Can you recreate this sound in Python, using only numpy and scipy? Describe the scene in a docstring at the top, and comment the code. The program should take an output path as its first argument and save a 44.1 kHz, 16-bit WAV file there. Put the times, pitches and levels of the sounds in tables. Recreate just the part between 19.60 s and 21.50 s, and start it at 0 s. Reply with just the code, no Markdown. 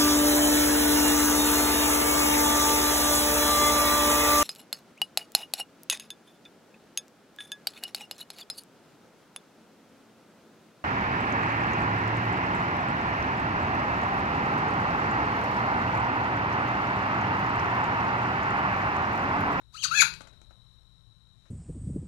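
"""In a concrete tunnel a paw pats the floor, then a raccoon's vocal folds give a thin, arching whistle
that breaks into a rasp. A louder, harsh squeal follows at once, over the low thuds of its shifting body.
Its paws then pat and scuff, and near the end it faintly brushes the floor. The tunnel rings briefly after
each call and pat. A small mono camera adds low hum and narrow whine throughout; all is on the left."""
import sys
import numpy as np
from scipy import signal
from scipy.fft import rfft, irfft, next_fast_len
from scipy.io import wavfile
from scipy.ndimage import uniform_filter1d, map_coordinates

SR = 44100
rng = np.random.default_rng(int(sys.argv[2]) if len(sys.argv) > 2 else 0)


def transcribe(signal):
    """Save signal, clipped to [-1, 1], as a 16-bit WAV file at the path in sys.argv[1]."""
    frames = np.atleast_2d(signal).T
    limited = np.clip(frames, -1, 1)
    pcm = np.round(limited * 32767).astype(np.int16)
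    wavfile.write(sys.argv[1], SR, pcm)


N = 83790

# squeal gesture: t/s, f/Hz, level/dB, harshness (1 = full), period doubling (0-1)
SQUEAL_GESTURE = [(.302, 1060, -55, 0.3, 0.02), (.313, 1279, -24, 0.35, 0.1),
                  (.327, 1389, -20.5, 0.28, 0.05), (.335, 1504, -28, 0.5, .1), (.349, 1651, -21, .42, 0.2),
                  (.363, 1731, -25, 0.54, .9), (.382, 1683, -20, 0.54, 0.8),
                  (.398, 1668, -21.5, 0.75, 0.98), (.400, 2297, -17.5, 0.52, .1),
                  (.409, 2292, -12, 0.68, 0.01), (.411, 2004, -13.5, 0.85, 0), (.418, 1721, -16, 1.0, .2),
                  (.4205, 1532, -9, .7, .15), (.424, 1400, -9, 0.45, .15), (.428, 1027, -18.5, 0.75, 0.4),
                  (.442, 760, -26.5, 0.3, .1)]
# throat and mouth resonances of the squeal: f/Hz, level/dB
SQUEAL_FORMANTS = [(300, -28.5), (750, -14.5), (1050, -8.5), (1400, 4.5), (1700, -1), (1950, -10),
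                   (2300, 2.5), (2650, 0.5), (3000, -17), (3400, -2.5), (4000, 2.5), (4650, -0.5),
                   (5350, -10), (6000, 0), (6800, 10), (7500, -6), (9500, -10.5), (10900, 1.5),
                   (12200, -14), (13200, -48)]
def squeal():
    """The loud second call: the folds slip into period doubling, then the pitch leaps and dives."""
    return voice(SQUEAL_GESTURE, SQUEAL_FORMANTS, soft_db_per_octave=-12.5, blur_rad=.17)


# whistle gesture: t/s, f/Hz, level/dB, harshness (1 = full)
WHISTLE_GESTURE = [(.122, 620, -57.5, .3), (.138, 1000, -51, .7), (.146, 1220, -43, .75),
                   (.157, 1330, -39, 0.47), (.164, 1900, -46, 0.81), (.171, 2201, -42, 0.76),
                   (.177, 2720, -33.5, .3), (.19, 3110, -36, .28), (.208, 3336, -37, 0.5),
                   (.221, 3140, -33, .42), (.231, 2705, -22.5, 0.42), (.24, 2160, -24, 0.95),
                   (.246, 1620, -28, 1.09), (.254, 1390, -25, .9), (.26, 1180, -29, 0.6),
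                   (.272, 912.7, -55, 0.3)]
# throat and mouth resonances of the whistle: f/Hz, level/dB
WHISTLE_FORMANTS = [(300, -26.5), (750, -16.5), (1250, 2), (1600, -3.5), (2100, -12), (2650, -3),
                    (3400, -3.5), (4200, 11), (4650, 9), (5300, -7), (6100, 6.5), (7300, 4), (9500, -6.5),
                    (10400, -5.5), (12200, -12.5), (13200, -33)]
def whistle():
    """The thin first call: it arches up and turns to rasp on the way down."""
    return voice(WHISTLE_GESTURE, WHISTLE_FORMANTS, soft_db_per_octave=-20, blur_rad=.38)


# rough air at the folds: f/Hz, level/dB
RASP_EQ = [(500, -2), (1500, -9.5), (4000, 1.5), (7000, -3), (11000, 0)]
# thin hiss through the teeth: f/Hz, level/dB
BREATH_EQ = [(2000, -13.5), (8500, -3.5), (15000, -5)]
def voice(gesture, formants, soft_db_per_octave, blur_rad):
    """Vocal folds sound through the throat; harshness brightens, shakes and roughens the tone."""
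    t = np.arange(N) / SR
    pitch, level_db, harsh, *doubling = curves(gesture)
    waver = .006 * wobble(260)
    jitter = .03 * harsh * wobble(1500)
    phase = 2 * np.pi * np.cumsum(pitch * (1 + waver + jitter)) / SR
    tilt_db = soft_db_per_octave * (1 - harsh)  # flat at full harshness

    def partial(k):
        """One shimmering multiple of the pitch; the higher it is, the more its phase smears."""
        shimmer_db = 3 * np.sqrt(harsh) * wobble(400)
        gain = amp(tilt_db * np.log2(max(k, 1)) + shimmer_db)
        smear = blur_rad * (k - 1) * wobble(600) + rng.uniform(0, 2 * np.pi)
        high_cut = 1 / (1 + (k * pitch / 7500) ** 10)
        return gain * high_cut * np.sin(k * phase + smear)

    folds = sum(partial(k) for k in range(1, 10))
    if doubling:  # half-harmonics, the lowest one weaker
        halves = amp(-20.5) * partial(.5) + sum(partial(k + .5) for k in range(1, 5))
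        folds += amp(6) * doubling[0] * halves
    tone = amp(-2 * harsh ** 2) * folds  # ducks as the rasp takes over
    pulsed_air = unit(noise(RASP_EQ) * (1 + np.cos(phase)))
    rasp = harsh ** 1.5 * pulsed_air
    sounding = (t > gesture[0][0]) & (t < gesture[-1][0])
    gate = uniform_filter1d(sounding.astype(float), size=128)
    source = (tone + rasp) * amp(level_db) * gate
    breath = amp(-69) * gate * noise(BREATH_EQ)
    return filtered(source, lambda hz: amp(along(formants, hz))) + breath


# paw hits: t/s, pad level/dB, claw level/dB, 60 dB decay/s
PAW_HITS = [(0.012, -56, -64.5, 0.049), (0.537, -55, -33.5, 0.03), (0.606, -36, -45, 0.043),
            (.618, -48.5, -38.5, 0.014), (0.649, -48.5, -73, 0.069), (0.671, -48, -51, 0.059),
            (0.732, -54, -64, 0.0644), (0.815, -44.5, -47, 0.015), (0.907, -51, -63, 0.054),
            (1.853, -60, -69.5, 0.16)]
# dull pad: f/Hz, level/dB
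PAD_EQ = [(60, -11), (200, -5.5), (330, 0.5), (430, -3.5), (560, -1.5), (800, -5), (1400, 0.5), (2500, -16),
          (5000, -25), (12000, -43)]
# bright claw: f/Hz, level/dB
CLAW_EQ = [(500, -20), (2500, 2.5), (4500, -3), (7000, 0.5), (8500, -7), (10500, -11), (13000, -24)]
# snout and claws brushing the floor: t/s, level/dB
BRUSH_FADE = [(1.7, -83.5), (1.78, -77.5), (1.9, -72)]
def paws(attack_s=.0007):
    """Each pat layers a soft pad with a claw scratch; a faint brushing swells at the end."""
    floor = amp(curves(BRUSH_FADE)[0]) * noise(CLAW_EQ)
    for start, pad_db, claw_db, t60 in PAW_HITS:
        age = np.maximum(np.arange(N) / SR - start, 0)
        envelope = (1 - np.exp(-age / attack_s)) * amp(-60 * age / t60)
        floor += envelope * (amp(pad_db) * noise(PAD_EQ) + amp(claw_db) * noise(CLAW_EQ))
    return floor


# swell of the body's movement: t/s, level/dB
SHUFFLE_FADE = [(.1, -71.5), (.27, -53.5), (.42, -45.5), (.6, -51.5), (.68, -67), (.9, -76)]
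# weight of the body: f/Hz, level/dB
SHUFFLE_EQ = [(20, -18.5), (60, -9.5), (115, 3), (175, 1.5), (230, -16), (400, -16), (900, -32)]
def shuffle():
    """Low thudding while the animal jerks up and steps."""
    return amp(curves(SHUFFLE_FADE)[0]) * noise(SHUFFLE_EQ)


# early reflections: delay t/s, level/dB
WALL_TAPS = [(.0013, -21.5), (.0032, -16), (.0093, -11.5)]
def near_walls(x):
    """The direct sound plus copies off the floor and nearest walls, which comb the gliding pitch."""
    return filtered(x, lambda hz: 1 + sum(amp(db) * np.exp(-2j * np.pi * hz * s) for s, db in WALL_TAPS))


# reverb time: f/Hz, 60 dB decay/s
TUNNEL_DECAY = [(100, .5), (700, 0.43), (1500, 0.26), (2600, 0.26), (4500, 0.36), (7000, 0.18),
                (11000, 0.24)]
# one dip and the narrow resonances of the tunnel: f/Hz, width/Hz, level/dB
TUNNEL_MODES = [(1370, 170, -7.5), (1547, 55, 5.5), (1663, 40, 5), (2524, 18, 9.5), (2715, 24, 13),
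                (6530, 33, 8.5)]
def tunnel(x, predelay_s=.0029, build_s=.008):
    """Concrete walls answer within milliseconds; some pitches ring out and the treble dies first."""
    def ringing(hz):
        """A bell-shaped boost or cut at each mode."""
        return 1 + sum((amp(db) - 1) * 1j * hz * width / (centre ** 2 - hz ** 2 + 1j * hz * width)
                       for centre, width, db in TUNNEL_MODES)

    hz, t, spectrum = signal.stft(rng.standard_normal(SR), SR, nperseg=256)
    decay = amp(-60 * t / along(TUNNEL_DECAY, hz)[:, None])
    tail = signal.istft(spectrum * decay, SR, nperseg=256)[1]
    age = np.maximum(np.arange(len(tail)) / SR - predelay_s, 0)
    tail *= 1 - np.exp(-age / build_s)
    wet = signal.fftconvolve(x, tail / np.linalg.norm(tail))[:N]
    return filtered(wet, ringing)


# hum tones: f/Hz, level/dB
HUM_TONES = [(57, -65), (116, -59.5)]
# whine bands: f/Hz, half width/Hz, level/dB
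WHINE_BANDS = [(3885, 170, -61), (5480, 160, -79), (3120, 120, -80.5), (1320, 30, -83.5), (1050, 25, -80)]
# low rumble: f/Hz, level/dB
RUMBLE_EQ = [(12, -13.5), (28, -2.5), (55, 1.5), (82, -4.5), (115, -4.5), (143, -8), (169, -7.5),
             (195, -16.5), (330, -28), (600, -45), (1500, -86)]
# broad hiss: f/Hz, level/dB
HISS_EQ = [(100, 3.5), (400, 0.5), (1100, 2), (1600, -1), (2550, -11), (3300, -7.5), (4700, -10),
           (6200, -14), (7200, -9.5), (12000, -15), (13000, -18), (15000, -20.5)]
# fader ride on the whole bed: t/s, level/dB
BED_FADE = [(.05, -4), (.3, 3), (1.2, 0), (1.55, -2)]
def electronics():
    """The camera's noise bed: wavering hum, narrow bands of whine, rumble and hiss."""
    t = np.arange(N) / SR
    hum = sum(amp(db + 2.5 * wobble(8)) * np.sin(2 * np.pi * hz * t + .9 * wobble(9))
              for hz, db in HUM_TONES)
    whine = np.zeros(N)
    for centre, width, db in WHINE_BANDS:
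        band = filtered(rng.standard_normal(N), lambda hz: 1 / (1 + np.abs((hz - centre) / width) ** 2.9))
        whine += amp(db) * unit(band)
    bed = hum + whine + amp(-56) * noise(RUMBLE_EQ) + amp(-69) * noise(HISS_EQ)
    return amp(curves(BED_FADE)[0]) * bed


def amp(db):
    """Decibels to gain."""
    return 10 ** (np.asarray(db) / 20)


def unit(x):
    """Scale to rms 1."""
    return x / np.sqrt(np.mean(x ** 2) + 1e-20)


def along(points, hz):
    """Read (f/Hz, value) points at hz, on a log frequency axis."""
    f, values = np.transpose(points)
    return np.interp(np.log(hz + 1), np.log(f + 1), values)


def curves(rows):
    """One automation curve for each column after the time."""
    times, *columns = np.transpose(rows)
    return [np.interp(np.arange(N) / SR, times, column) for column in columns]


def wobble(rate):
    """A smooth random modulator, rate knots a second."""
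    return map_coordinates(rng.standard_normal(8192), [np.arange(N) * rate / SR], mode="wrap")


def filtered(x, response):
    """Shape x with a frequency response."""
    size = next_fast_len(N + SR // 2)
    return irfft(rfft(x, size) * response(np.fft.rfftfreq(size, 1 / SR)), size)[..., :N]


def noise(eq):
    """Noise coloured by an EQ curve, at rms 1."""
    return unit(filtered(rng.standard_normal(N), lambda hz: amp(along(eq, hz))))


def scene():
    """Calls and paws feed the tunnel; shuffle and noise bed stay dry. Left channel only."""
    animal = whistle() + squeal() + paws()
    bed = electronics()
    left = near_walls(animal) + amp(-7.5) * tunnel(animal) + shuffle() + bed
    return np.array([left, np.zeros(N)])


def record(dry, ceiling=.9, shelf_hz=12600, shelf_db=-13, top_hz=15500):
    """The camera soft-clips the loudest peaks, dulls the highest treble and cuts off at its band limit."""
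    rounded = dry / (1 + np.abs(dry / ceiling) ** 6) ** (1 / 6)
    return filtered(rounded, lambda hz: amp(shelf_db / (1 + np.exp((shelf_hz - hz) / 150))) * (hz < top_hz))


dry = scene()
out = record(dry)
transcribe(out)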